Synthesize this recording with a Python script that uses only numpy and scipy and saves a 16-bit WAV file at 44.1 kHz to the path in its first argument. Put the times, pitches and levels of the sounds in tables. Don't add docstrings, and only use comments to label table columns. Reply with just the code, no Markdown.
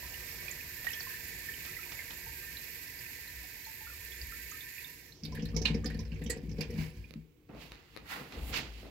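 import sys
import numpy as np
from scipy import signal
from scipy.fft import rfft, irfft, next_fast_len
from scipy.io import wavfile
from scipy.ndimage import uniform_filter1d

SR = 44100
rng = np.random.default_rng(int(sys.argv[2]) if len(sys.argv) > 2 else 0)


def generate_wav(sig):
    pcm = np.round(np.clip(np.atleast_2d(sig).T, -1, 1) * 32767).astype(np.int16)
    wavfile.write(sys.argv[1], SR, pcm)


N = 392490

# start_s, level_db, upper_modes_db (added to the level)
GULPS = [(5.231, -36.5, -15), (5.281, -44.5, 7), (5.322, -42.5, 6), (5.342, -41.5, 8), (5.386, -33, -1),
         (5.428, -25, -14), (5.486, -42, 4.5), (5.54, -26.5, -6), (5.564, -28.5, 5), (5.613, -30.5, 6.5),
         (5.656, -24, -13), (5.701, -19, -9), (5.748, -15.5, -8), (5.852, -24, -3), (5.948, -26, -9),
         (5.99, -34, 1), (6.119, -29, -32), (6.215, -24.5, -10.5), (6.263, -27, -9), (6.298, -32.5, 9),
         (6.365, -33, 2), (6.432, -30.5, -26), (6.486, -29, -38), (6.514, -34, -2), (6.587, -22.5, 0.5),
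         (6.699, -39, 11), (6.74, -30, -25), (6.783, -22, -32), (7.103, -48, -20), (7.157, -36, -27)]
# start_s, level_db, large_bubbles_hz, small_bubbles_hz, small_bubbles_db, bright_edge_db
SPLASH_EVENTS = [(5.234, -68, 2580, 5200, 20.5, -15), (5.25, -50, 3710, 4390, 3.5, -1),
                 (5.32, -61.5, 2180, 5410, 7.5, -21), (5.3493, -47, 1890, 3900, -11, -2.5),
                 (5.368, -46, 1725, 4740, -30, -16), (5.3946, -48, 2940, 3820, -22, -37),
                 (5.4218, -64, 2670, 5400, 11, -11), (5.4528, -54.5, 1810, 4180, 4.5, 3.5),
                 (5.4867, -56.5, 1760, 5200, -1.5, -23), (5.545, -58, 1300, 5500, 1, -25),
                 (5.564, -46, 2230, 5570, 10, -5), (5.6162, -55.5, 1750, 5500, 12, -2),
                 (5.6536, -27.5, 2870, 3960, -1.5, -25), (5.707, -47, 2390, 4050, -8, -22),
                 (5.7437, -46.5, 2300, 5200, -2.5, -14), (5.843, -47, 1760, 6800, -2.5, -19),
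                 (5.8576, -47.5, 1806, 4790, 6.5, 1), (5.901, -42.5, 1700, 4640, -24, -16),
                 (5.9436, -50.5, 1780, 4690, -7, -8.5), (5.9894, -59.5, 2310, 5390, 10.5, -4.5),
                 (5.97, -75, 2350, 4500, 0, 12), (6.004, -60, 1850, 4020, -1, 1),
                 (6.05, -60, 1640, 5180, 0, -20), (6.1178, -51.5, 2675, 5000, -18, -32),
                 (6.157, -53, 2265, 5500, -18, -22), (6.217, -50, 1870, 3670, -15, -12),
                 (6.144, -70, 3440, 6000, 1, -5), (6.237, -63, 3530, 7500, 4, 10),
                 (6.262, -51, 3170, 5880, -3, -14), (6.2983, -39, 1960, 7720, -0.5, 1),
                 (6.302, -39, 4740, 7800, 2.5, -10), (6.37, -56.5, 1690, 5400, -5.5, -4),
                 (6.492, -61, 2350, 5960, -2, -20), (6.514, -68, 2160, 5440, 11, -22),
                 (6.583, -54, 1820, 4940, -3, -14), (6.6076, -37, 2300, 5070, -4.5, -8),
                 (6.704, -54.5, 2260, 5450, -5.5, -0.5), (6.7844, -44, 2550, 4340, -24.5, -25),
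                 (6.9, -68, 2550, 4530, -16, 6)]


def from_db(db):
    return 10 ** (np.asarray(db) / 20)


def mid_one(x):
    return x / np.sqrt(np.mean(np.atleast_2d(x).mean(axis=0) ** 2) + 1e-20)


def in_time(rows, outside=None):
    s, *columns = np.transpose(rows)
    t = np.arange(N) / SR
    return [np.interp(t, s, column, outside, outside) for column in columns]


def at_hz(points, hz):
    point_hz, point_value = np.transpose(points)
    return np.interp(np.log(hz), np.log(point_hz), point_value)


def pan(db):
    left = 2 / (1 + from_db(-np.clip(db, -20, 20)))
    return np.array([left, 2 - left])


def drift(rate_hz):
    step = 40
    r = np.exp(-2 * np.pi * rate_hz * step / SR)
    noise = rng.standard_normal(N // step + 2002)
    slow = signal.lfilter([1], [1, -2 * r, r * r], noise)[2000:]
    return np.interp(np.arange(N) / step, np.arange(len(slow)), slow / slow.std())


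def swells(s, db, rise_s, t60_s):
    step = 32
    s, db, rise_s, t60_s = (np.reshape(value, (-1, 1)) for value in (s, db, rise_s, t60_s))
    t = np.arange(0, N, step)[None] / SR - s
    db_per_s = np.where(t < 0, 40 / rise_s, -60 / t60_s)
    power = np.sum(from_db(2 * (db + db_per_s * t)), axis=0)
    return np.interp(np.arange(N) / step, np.arange(len(power)), np.sqrt(power))


def coloured(spectrum, alike):
    size = next_fast_len(N)
    hz = np.maximum(np.arange(size // 2 + 1) * SR / size, 1)
    mid, side = rfft(rng.standard_normal((2, size)))
    likeness = np.clip(at_hz(alike, hz), -.95, .99)
    pair = np.sqrt(1 + likeness) * mid + np.sqrt(1 - likeness) * side * [[1], [-1]]
    return mid_one(irfft(pair * from_db(at_hz(spectrum, hz)), size)[:, :N])


def ring(x, hz, t60_s):
    r, w = from_db(-60 / (t60_s * SR)), 2 * np.pi * hz / SR
    return signal.lfilter([0, np.sin(w)], [1, -2 * r * np.cos(w), r * r], x + 1e-18)


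def bubble(t, hz, t60_s, rise):
    t = np.maximum(t, 0)
    sine = np.sin(2 * np.pi * hz * t * (.98 + rise * t))
    return sine * from_db(-60 * t / np.maximum(t60_s, .004)) * (1 - np.exp(-t / 0.0032))


def splat(t, hz, cycles, t60_s, alike):
    mid, side = rng.standard_normal((2, len(t)))
    pair = mid + np.sqrt((1 - alike) / (1 + alike)) * side * [[1], [-1]]
    narrow = ring(ring(pair, hz, cycles / hz), hz, cycles / hz)
    return mid_one(narrow) * from_db(-60 * t / t60_s) * (1 - np.exp(-t / 0.0008))


def fizz(per_s, low_hz, high_hz, cycles, uneven_db, count):
    born = rng.random(N) < per_s / SR
    size = from_db(uneven_db * np.minimum(rng.exponential(1, N), 4))
    clicks = born * size * rng.choice([-1, 1], N)
    dealt = rng.integers(0, count, N)
    places = pan(rng.normal(0, 4, count))
    total = np.zeros((2, N))
    for k, hz in enumerate(np.geomspace(low_hz, high_hz, count)):
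        total += places[:, [k]] * ring(clicks * (dealt == k), hz, cycles / hz)
    return mid_one(total)


def add(out, s, sound):
    i = round(s * SR)
    out[:, i:i + sound.shape[1]] += sound[:, :N - i]


def room_air():
    # time_s, level_db
    air_level = [(0.0, -52), (2.43, -53), (3.12, -56), (3.72, -58), (4.14, -54.5), (5.2, -57.5),
                 (5.45, -49), (6.84, -43.5), (7.14, -61.5), (8.9, -60.5)]
    # pitch_hz, level_db (per Hz)
    rumble_colour = [(15, -37), (25, -5), (42, -1.5), (59, -2.5), (104, -5), (128, -9), (157, -7.5),
                     (191, -18), (214, -15.5), (275, -14), (325, -34), (358, -9), (401, -22), (467, -13),
                     (700, -47.5), (910, -56.5), (1540, -120)]
    level_db = in_time(air_level)[0] + 0.5 * drift(1.3)
    rumble = coloured(rumble_colour, [(60, 0.94), (300, 0.94), (700, 0.79)])
    return from_db(level_db) * rumble * pan(2.4)[:, None]


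def bass_swells():
    # top_s, level_db
    swell_tops = [(0.05, -48), (0.5, -56), (1.45, -56), (2.3, -53), (3.35, -52), (3.95, -52), (4.25, -43.5)]
    s, db = np.transpose(swell_tops)
    bass = mid_one(ring(rng.standard_normal(N), hz=58.4, t60_s=0.25))
    return bass * swells(s, db, rise_s=0.61, t60_s=0.8)


def steady_floor():
    # pitch_hz, level_db (per Hz)
    floor_colour = [(180, -50), (300, 7.5), (379, -30), (412, 3), (440, -19.5), (828, -19.5), (1810, -24),
                    (2170, -18), (5800, -30.5), (13300, -29), (16000, -20.5)]
    return from_db(-68) * coloured(floor_colour, [(300, 0.47), (3000, .1)])


def moves():
    # top_s, sliding_hiss_db, sole_scuff_db, treble_db, rise_s, t60_s
    scuff_events = [(7.624, -53.5, -63, -61.5, 0.21, 0.57), (7.716, -61, -63, -80, 0.021, 1),
                    (7.95, -63.5, -70, -71, 0.56, 0.77), (8.114, -44.5, -43.5, -49.5, 0.12, 0.64),
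                    (8.332, -52.5, -59, -76, 0.099, 0.8), (8.5, -52, -65, -49, 0.38, 0.3),
                    (8.54, -35, -43, -56, 0.038, 0.42), (8.574, -36, -45, -44.5, 0.11, 0.17),
                    (8.8, -56.5, -72, -64, 1, 0.91)]
    # top_s, dull_rub_db, door_boom_db, rise_s, t60_s
    bump_events = [(7.494, -46.5, -65, 0.0099, 0.98), (7.56, -62, -49.5, 0.1, 0.63),
                   (7.716, -65, -50, 0.1, 0.25), (7.95, -61, -70, 0.04, 0.6), (8.028, -60, -51, 0.26, 0.4),
                   (8.176, -47.5, -58, 0.25, 0.84), (8.345, -48.5, -55, 0.11, 1.0),
                   (8.374, -49, -35, 0.052, 1.36), (8.514, -47, -45, 0.24, 0.6),
                   (8.57, -41, -55, 0.12, 0.45), (8.78, -55.5, -47.5, 0.5, 0.65),
                   (8.85, -50, -64, 0.1, 1.1)]
    # pitch_hz, level_db (per Hz)
    scuff_colour = [(470, -27), (800, -5.5), (1180, -6.5), (1380, -3), (1550, -7), (1990, -3), (2100, -8),
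                    (2730, -23), (4620, -120)]
    rub_colour = [(71, -36), (120, -2.5), (270, -4), (389, -8), (471, -6.5), (588, -13), (748, -12),
                  (1200, -19), (1560, -23), (2600, -24.5), (5000, -60)]
    slide_colour = [(1240, -19.5), (2100, -5), (2150, -7), (2730, -4), (3110, -8.5), (4540, -9),
                    (5990, -19), (7000, -20), (9100, -31), (15400, -120)]
    treble_colour = [(5500, -21.0), (7000, -3.0), (9200, 0), (12000, 1.0), (15500, -1)]

    s, rub_db, boom_db, rise_s, t60_s = np.transpose(bump_events)
    panel = rng.standard_normal(N)
    boom = mid_one(ring(panel, 56.0, 0.18) + 0.21 * ring(panel, 82, 0.063))
    boom = boom * swells(s, boom_db, rise_s, t60_s)
    rub = coloured(rub_colour, [(150, 0.93), (1000, 0.49)]) * from_db(1.7 * drift(22))
    rub = rub * swells(s, rub_db, rise_s, t60_s)

    s, slide_db, scuff_db, treble_db, rise_s, t60_s = np.transpose(scuff_events)
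    scuff = coloured(scuff_colour, [(700, 0.17), (3000, 0.049)]) * from_db(2.0 * drift(40))
    scuff = scuff * swells(s, scuff_db, rise_s, t60_s)
    slide = coloured(slide_colour, [(2000, 0.16), (4000, 0.067)]) * swells(s, slide_db, rise_s, t60_s)
    treble = coloured(treble_colour, [(20, .05), (20000, .05)]) * swells(s, treble_db, rise_s, t60_s)
    grain = from_db(0.61 * drift(60))
    return boom + rub + pan(0.88)[:, None] * (scuff + grain * (slide + treble))


def ticks():
    # start_s, level_db, body_db (added to the level), left_minus_right_db
    tick_events = [(7.1085, -50, 6, -19), (7.1391, -49, 5, -26.5), (7.4904, -67, 10, 3),
                   (7.5048, -69, 27, -5), (7.5494, -65, 28, -5.0), (7.7199, -41, -2, 1),
                   (7.7556, -51.5, -9, 6), (7.9645, -37.5, -3, 38), (7.974, -36, -5.5, 20),
                   (8.324, -41, -11, 3), (8.8312, -60, 22.5, -1), (8.867, -57, 18.5, -9)]
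    # pitch_hz, level_db, t60_s
    tick_modes = [(1300, -12, 0.015), (2410, 8.5, 0.0031), (4000, 6.5, 0.0036), (5500, -14.5, 0.0026),
                  (10700, -3, 0.0025)]
    out = np.zeros((2, N))
    click = np.eye(1, round(.08 * SR))[0]
    for s, db, body_db, pan_db in tick_events:
        tick = from_db(body_db) * ring(click, 520, 0.014)
        for hz, mode_db, t60_s in tick_modes:
            own_db = rng.normal(0, 1)
            tick = tick + from_db(mode_db + own_db) * ring(click, hz, t60_s)
        add(out, s, from_db(db) * pan(pan_db)[:, None] * tick)
    return out


def valve():
    # time_s, level_db
    flow_level = [(0.0, -45.5), (0.64, -46), (0.92, -44), (2.3, -46.5), (2.73, -46.5), (3.79, -48.5),
                  (4.39, -46.5), (4.85, -48), (5.09, -57), (5.25, -88)]
    # pitch_hz, level_db (per Hz)
    hiss_colour = [(710, -51), (1200, -30), (1430, -30), (1560, -6), (1830, -6.5), (2510, 0), (3150, -13.5),
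                   (4500, -6.5), (6100, -15), (7100, -8.5), (8910, -9), (11800, -9), (13000, -0.5),
                   (13900, -12), (16000, -14)]
    wash_colour = [(1000, -25), (1400, -0.5), (3000, 9.5), (5500, 17.5), (9500, -6.5), (11500, -2),
                   (16000, -13)]
    # pitch_hz, likeness (1 = same, 0 = unrelated, below 0 = opposed)
    likeness = [(600, 0.071), (1200, -0.13), (1800, 0.87), (2300, 0.25), (2900, -0.048), (8000, -0.023),
                (11000, 0.035), (13500, -0.23)]
    # pitch_hz, width_hz, level_db
    whistle_modes = [(984, 44, -25), (1594, 24, -18.5), (1806, 37, -10), (1960, 220, -9), (2237, 29, -14.5),
                     (6520, 11, -28), (7000, 32, -22), (13000, 280, -7.5), (15400, 300, -19)]

    flow_db, = in_time(flow_level, outside=-120)
    t = np.arange(N) / SR
    runs_dry_s, runs_dry_t60_s = 5.21, 0.13
    dry_db = -60 * np.maximum(t - runs_dry_s, 0) / runs_dry_t60_s
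    trickle_db = -62.5 - 2.5 * t + 2 * drift(1.44) + dry_db
    wash_db = -57.5 - 1.5 * t + 0.7 * drift(1.3) + dry_db

    jet = coloured(hiss_colour, likeness) * from_db(-2.5 + 0.8 * drift(22))
    white = coloured([(20, 0), (20000, 0)], likeness)
    for hz, width_hz, db in whistle_modes:
        t60_s = 2.6 / width_hz
        whistle = mid_one(ring(ring(white, hz, t60_s), hz, .5 * t60_s))
        jet = jet + from_db(db + 1.6 * drift(2.1)) * whistle

    flicker_db = drift(15)
    wash = coloured(wash_colour, likeness) * from_db(wash_db + flicker_db)
    trickle = fizz(600.0, 543, 1740, 8.4, uneven_db=1.5, count=12)
    return from_db(flow_db) * jet + from_db(trickle_db) * trickle + wash


def drips():
    # start_s, level_db, bubble_hz
    drips_and_plops = [(0.028, -43, 990), (0.14, -41, 2900), (0.312, -44, 5500), (0.48, -33.5, 2430),
                       (0.512, -30.5, 7100), (0.605, -36, 2516), (0.867, -22, 1860), (0.887, -40, 3060),
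                       (0.908, -38, 2620), (0.931, -29.5, 3260), (0.933, -35.5, 5500), (0.998, -39, 5500),
                       (1.006, -31.5, 4450), (1.066, -42.5, 1045), (1.104, -35, 1760), (1.137, -33.5, 1784),
                       (1.486, -34, 1820), (1.538, -41, 3000), (1.673, -43, 1290), (1.766, -33.5, 2030),
                       (1.787, -43, 1363), (1.83, -37, 2446), (1.854, -46, 930), (1.99, -33, 2154),
                       (2.107, -43, 4100), (2.264, -48, 910), (2.569, -37, 4100), (2.878, -40, 5500),
                       (2.99, -42, 4900), (3.061, -39, 2500), (3.275, -40.5, 4100), (3.651, -42, 4270),
                       (3.665, -48, 884), (3.806, -47.5, 860), (3.868, -41, 1410), (3.898, -44, 1390),
                       (4.119, -43, 3450), (4.214, -34.5, 4790), (4.321, -43, 1370), (4.513, -38.5, 6700),
                       (4.517, -43, 1250), (4.607, -34.5, 3660), (4.78, -35.5, 2450), (4.844, -39, 3630),
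                       (5.121, -43.5, 4160), (5.323, -46, 1006), (5.531, -50, 1200), (5.563, -42.5, 944),
                       (5.653, -53, 920), (5.837, -45, 1210), (5.86, -52, 740), (5.991, -49, 1010),
                       (7.041, -46, 2440)]
    out, t = np.zeros((2, N)), np.arange(round(.15 * SR)) / SR
    when, pitch, size = rng.random(size=(24, 3)).T
    low_hz, high_hz, end_s = 729, 1490, 4.0
    faint_db = -59 + 7 * (size - .5)
    faint = np.transpose([when * end_s, faint_db, low_hz * (high_hz / low_hz) ** pitch])
    for s, db, hz in np.vstack([drips_and_plops, faint]):
        t60_s = 0.056 * (2000 / hz) ** 0.59
        impact_db = -4.0 + 1.6 * np.log2(hz / 2000)
        impact = from_db(impact_db) * splat(t, hz, 20.0, 0.85 * t60_s, alike=0.13)
        add(out, s, from_db(db) * (bubble(t, hz, t60_s, rise=1.0) + impact))
    return out


def spatters():
    # start_s, level_db
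    slap_events = [(0.4817, -47), (0.844, -42), (0.865, -41), (0.93, -47), (0.946, -50), (1.0044, -42.5),
                   (1.5369, -68), (1.6497, -42), (1.9184, -40), (2.1044, -39), (4.215, -63), (4.513, -53.5),
                   (4.6058, -59)]
    out, t = np.zeros((2, N)), np.arange(round(.12 * SR)) / SR
    for s, db in slap_events:
        add(out, s, from_db(db) * splat(t, hz=4200, cycles=1.8, t60_s=0.059, alike=.5))
    return out


def upper_surge():
    s, db, upper_db = np.transpose(GULPS)
    return swells(s, db + upper_db - 18, rise_s=0.0067, t60_s=0.36)


def drain():
    # time_s, lowest_modes_db, middle_modes_db
    trap_flow = [(5.2, -80, -106), (5.24, -50, -47), (5.32, -41.5, -48.5), (5.56, -38, -53),
                 (5.92, -39.5, -46), (6.29, -41.5, -65), (6.4, -54, -61), (6.56, -39.5, -54.5),
                 (6.66, -49, -52), (6.8, -44, -43), (6.91, -60.5, -68), (6.99, -43.5, -57),
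                 (7.09, -64.5, -68.5), (7.18, -55.5, -50), (7.3, -80, -86.5)]
    # pitch_hz, level_db, t60_s
    pipe_modes = [(59.75, 2, 0.78), (95.6, -4, 0.59), (120, -27.5, 0.17), (157.2, 0.5, 1),
                  (221.7, 1.5, 0.31), (286.5, -8.5, 1), (380, -6, 0.055), (466.2, -0.5, 0.11),
                  (500, -38, 0.11), (700, -12.5, 0.032)]
    s, gulp_db, upper_db = np.transpose(GULPS)
    low_db, middle_db = in_time(trap_flow, outside=-120)
    low, upper = from_db(low_db), upper_surge()
    middle = from_db(middle_db) + swells(s, gulp_db - 19, rise_s=0.026, t60_s=0.12)

    at = np.round((s - 0.009) * SR).astype(int)
    spread_db = rng.normal(0, 2, (len(s), len(pipe_modes)))
    churn, pipe = rng.standard_normal(N), np.zeros(N)
    blow = np.hanning(round(0.017 * SR))
    blow = blow / blow.sum()
    for k, (hz, db, t60_s) in enumerate(pipe_modes):
        flow = low if hz < 110 else middle if hz < 330 else upper
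        hum = ring(churn, hz, t60_s)
        power = uniform_filter1d(hum ** 2, size=SR // 8)
        hum = hum / (power + 1e-9) ** 0.28
        pipe += from_db(db) * flow * mid_one(hum)
        if hz > 110:
            share_db = upper_db - 1.5 if hz > 330 else -8
            clicks = np.zeros(N)
            clicks[at] = from_db(gulp_db + share_db + db + spread_db[:, k])
            swing = np.cos(2 * np.pi * hz * np.arange(len(blow)) / SR)
            strikes = signal.oaconvolve(clicks, 2 * blow * swing)[:N]
            pipe += ring(strikes, hz, 0.3 * t60_s)
    soft = signal.butter(3, 700, fs=SR, output="sos")
    return signal.sosfilt(soft, pipe)


def spray():
    # time_s, level_db
    spray_level = [(5.2, -73), (5.23, -60), (5.7, -64.5), (6.1, -64), (6.5, -64.5), (6.72, -59.5),
                   (6.82, -45.5), (6.91, -58), (7.11, -64), (7.3, -83)]
    # pitch_hz, level_db (per Hz)
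    spray_colour = [(350, -37), (600, -14), (1010, -9.5), (1290, -18), (1750, -7), (1930, -10.5),
                    (2270, -0.5), (3480, -16.5), (4840, -8), (5630, -18), (8990, -16), (11700, -17.5),
                    (16000, -17)]
    s, db = np.transpose(SPLASH_EVENTS)[:2]
    spray_gain = from_db(in_time(spray_level, outside=-120)[0])
    after = swells(s, db - 6.5, rise_s=0.01, t60_s=0.23)
    mist = coloured(spray_colour, [(600, 0.55), (1400, 0.14), (3000, .1)]) * from_db(-3.0 + 1.5 * drift(30))
    droplets = from_db(-8) * fizz(350.0, 1650, 5700, 45.0, uneven_db=3.0, count=14)
    plops = upper_surge() * from_db(-28.5) * fizz(45.0, 696, 970, 22.0, uneven_db=3.5, count=6)
    dull = signal.sosfilt(signal.butter(2, 7000, fs=SR, output="sos"), mist + droplets)
    return spray_gain * (mist + droplets) + after * dull + plops


def splashes():
    out, t = np.zeros((2, N)), np.arange(round(.25 * SR)) / SR
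    follows = np.arange(12)[:, None] > 1
    t60_s = 0.064
    for s, db, large_hz, small_hz, small_db, edge_db in SPLASH_EVENTS:
        late, detune, size, side = rng.standard_normal((4, 12, 1))
        late_s = 0.047 * t60_s * late ** 2 * follows
        hz = np.tile([large_hz, small_hz], 6)[:, None] * np.exp(0.075 * detune * follows)
        gain = from_db(np.tile([0, small_db], 6)[:, None] + 3.3 * size - 60 * late_s / t60_s)
        swarm = pan(3.1 * side[:, 0]) @ (gain * bubble(t - late_s, hz, t60_s, rise=1.0))
        large_drops = splat(t, large_hz, 15.0, 0.78 * t60_s, alike=0.41)
        small_drops = from_db(small_db) * splat(t, small_hz, 8, 1.4 * t60_s, alike=0.08)
        edge = from_db(edge_db) * splat(t, 11000, 4.5, t60_s, alike=-0.35)
        splash = swarm + from_db(2.5) * (large_drops + small_drops) + edge
        add(out, s, from_db(db) * splash * (1 - np.exp(-t / 0.00041)))
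    thin = signal.butter(3, 1450, "high", fs=SR, output="sos")
    return signal.sosfilt(thin, out)


def restroom(x):
    t60_s, wall_cut_hz = 0.26, 4300
    out, dull = np.zeros((2, N)), np.exp(-2 * np.pi * wall_cut_hz / SR)
    lags = (rng.uniform(0.0061, 0.034, 12) * SR).astype(int)
    for k, lag in enumerate(lags):
        loop, gain, state = x.copy(), from_db(-60 * lag / SR / t60_s), [0.]
        for i in range(lag, N, lag):
            back, state = signal.lfilter([gain * (1 - dull)], [1, -dull], loop[i - lag:i], zi=state)
            loop[i:i + lag] += back[:N - i]
        out[k % 2] += (loop - x) * (-1) ** (k // 2)
    return out


def scene():
    sharp = drips() + spatters() + splashes() + spray() + ticks()
    pipe = drain()
    echoes = from_db(-11.0) * restroom(sharp.mean(axis=0) + .3 * pipe)
    background = room_air() + bass_swells() + steady_floor()
    return sharp + pipe + echoes + valve() + moves() + background


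def record(dry):
    # pitch_hz, left_minus_right_db
    port_balance = [(60, 3), (92, -3.5), (140, 1), (210, 2), (330, -0.5), (500, 1), (770, 3), (1170, -2.5),
                    (1790, -2.5), (2740, -16), (4190, -4), (6410, -18), (9810, -1), (15000, -9.5)]
    size = next_fast_len(N + 4096)
    hz = np.maximum(np.arange(size // 2 + 1) * SR / size, 1)
    ports = irfft(rfft(dry, size) * pan(at_hz(port_balance, hz)), size)[:, :N]
    notched = signal.lfilter(*signal.iirnotch(9200, 4.0, SR), ports)
    ports = notched * 0.46 + ports * 0.39
    ports = signal.sosfilt(signal.butter(4, 46, "high", fs=SR, output="sos"), ports)
    return signal.sosfilt(signal.ellip(12, .5, 75, 15800, fs=SR, output="sos"), ports)


dry = scene()
out = record(dry)
generate_wav(out)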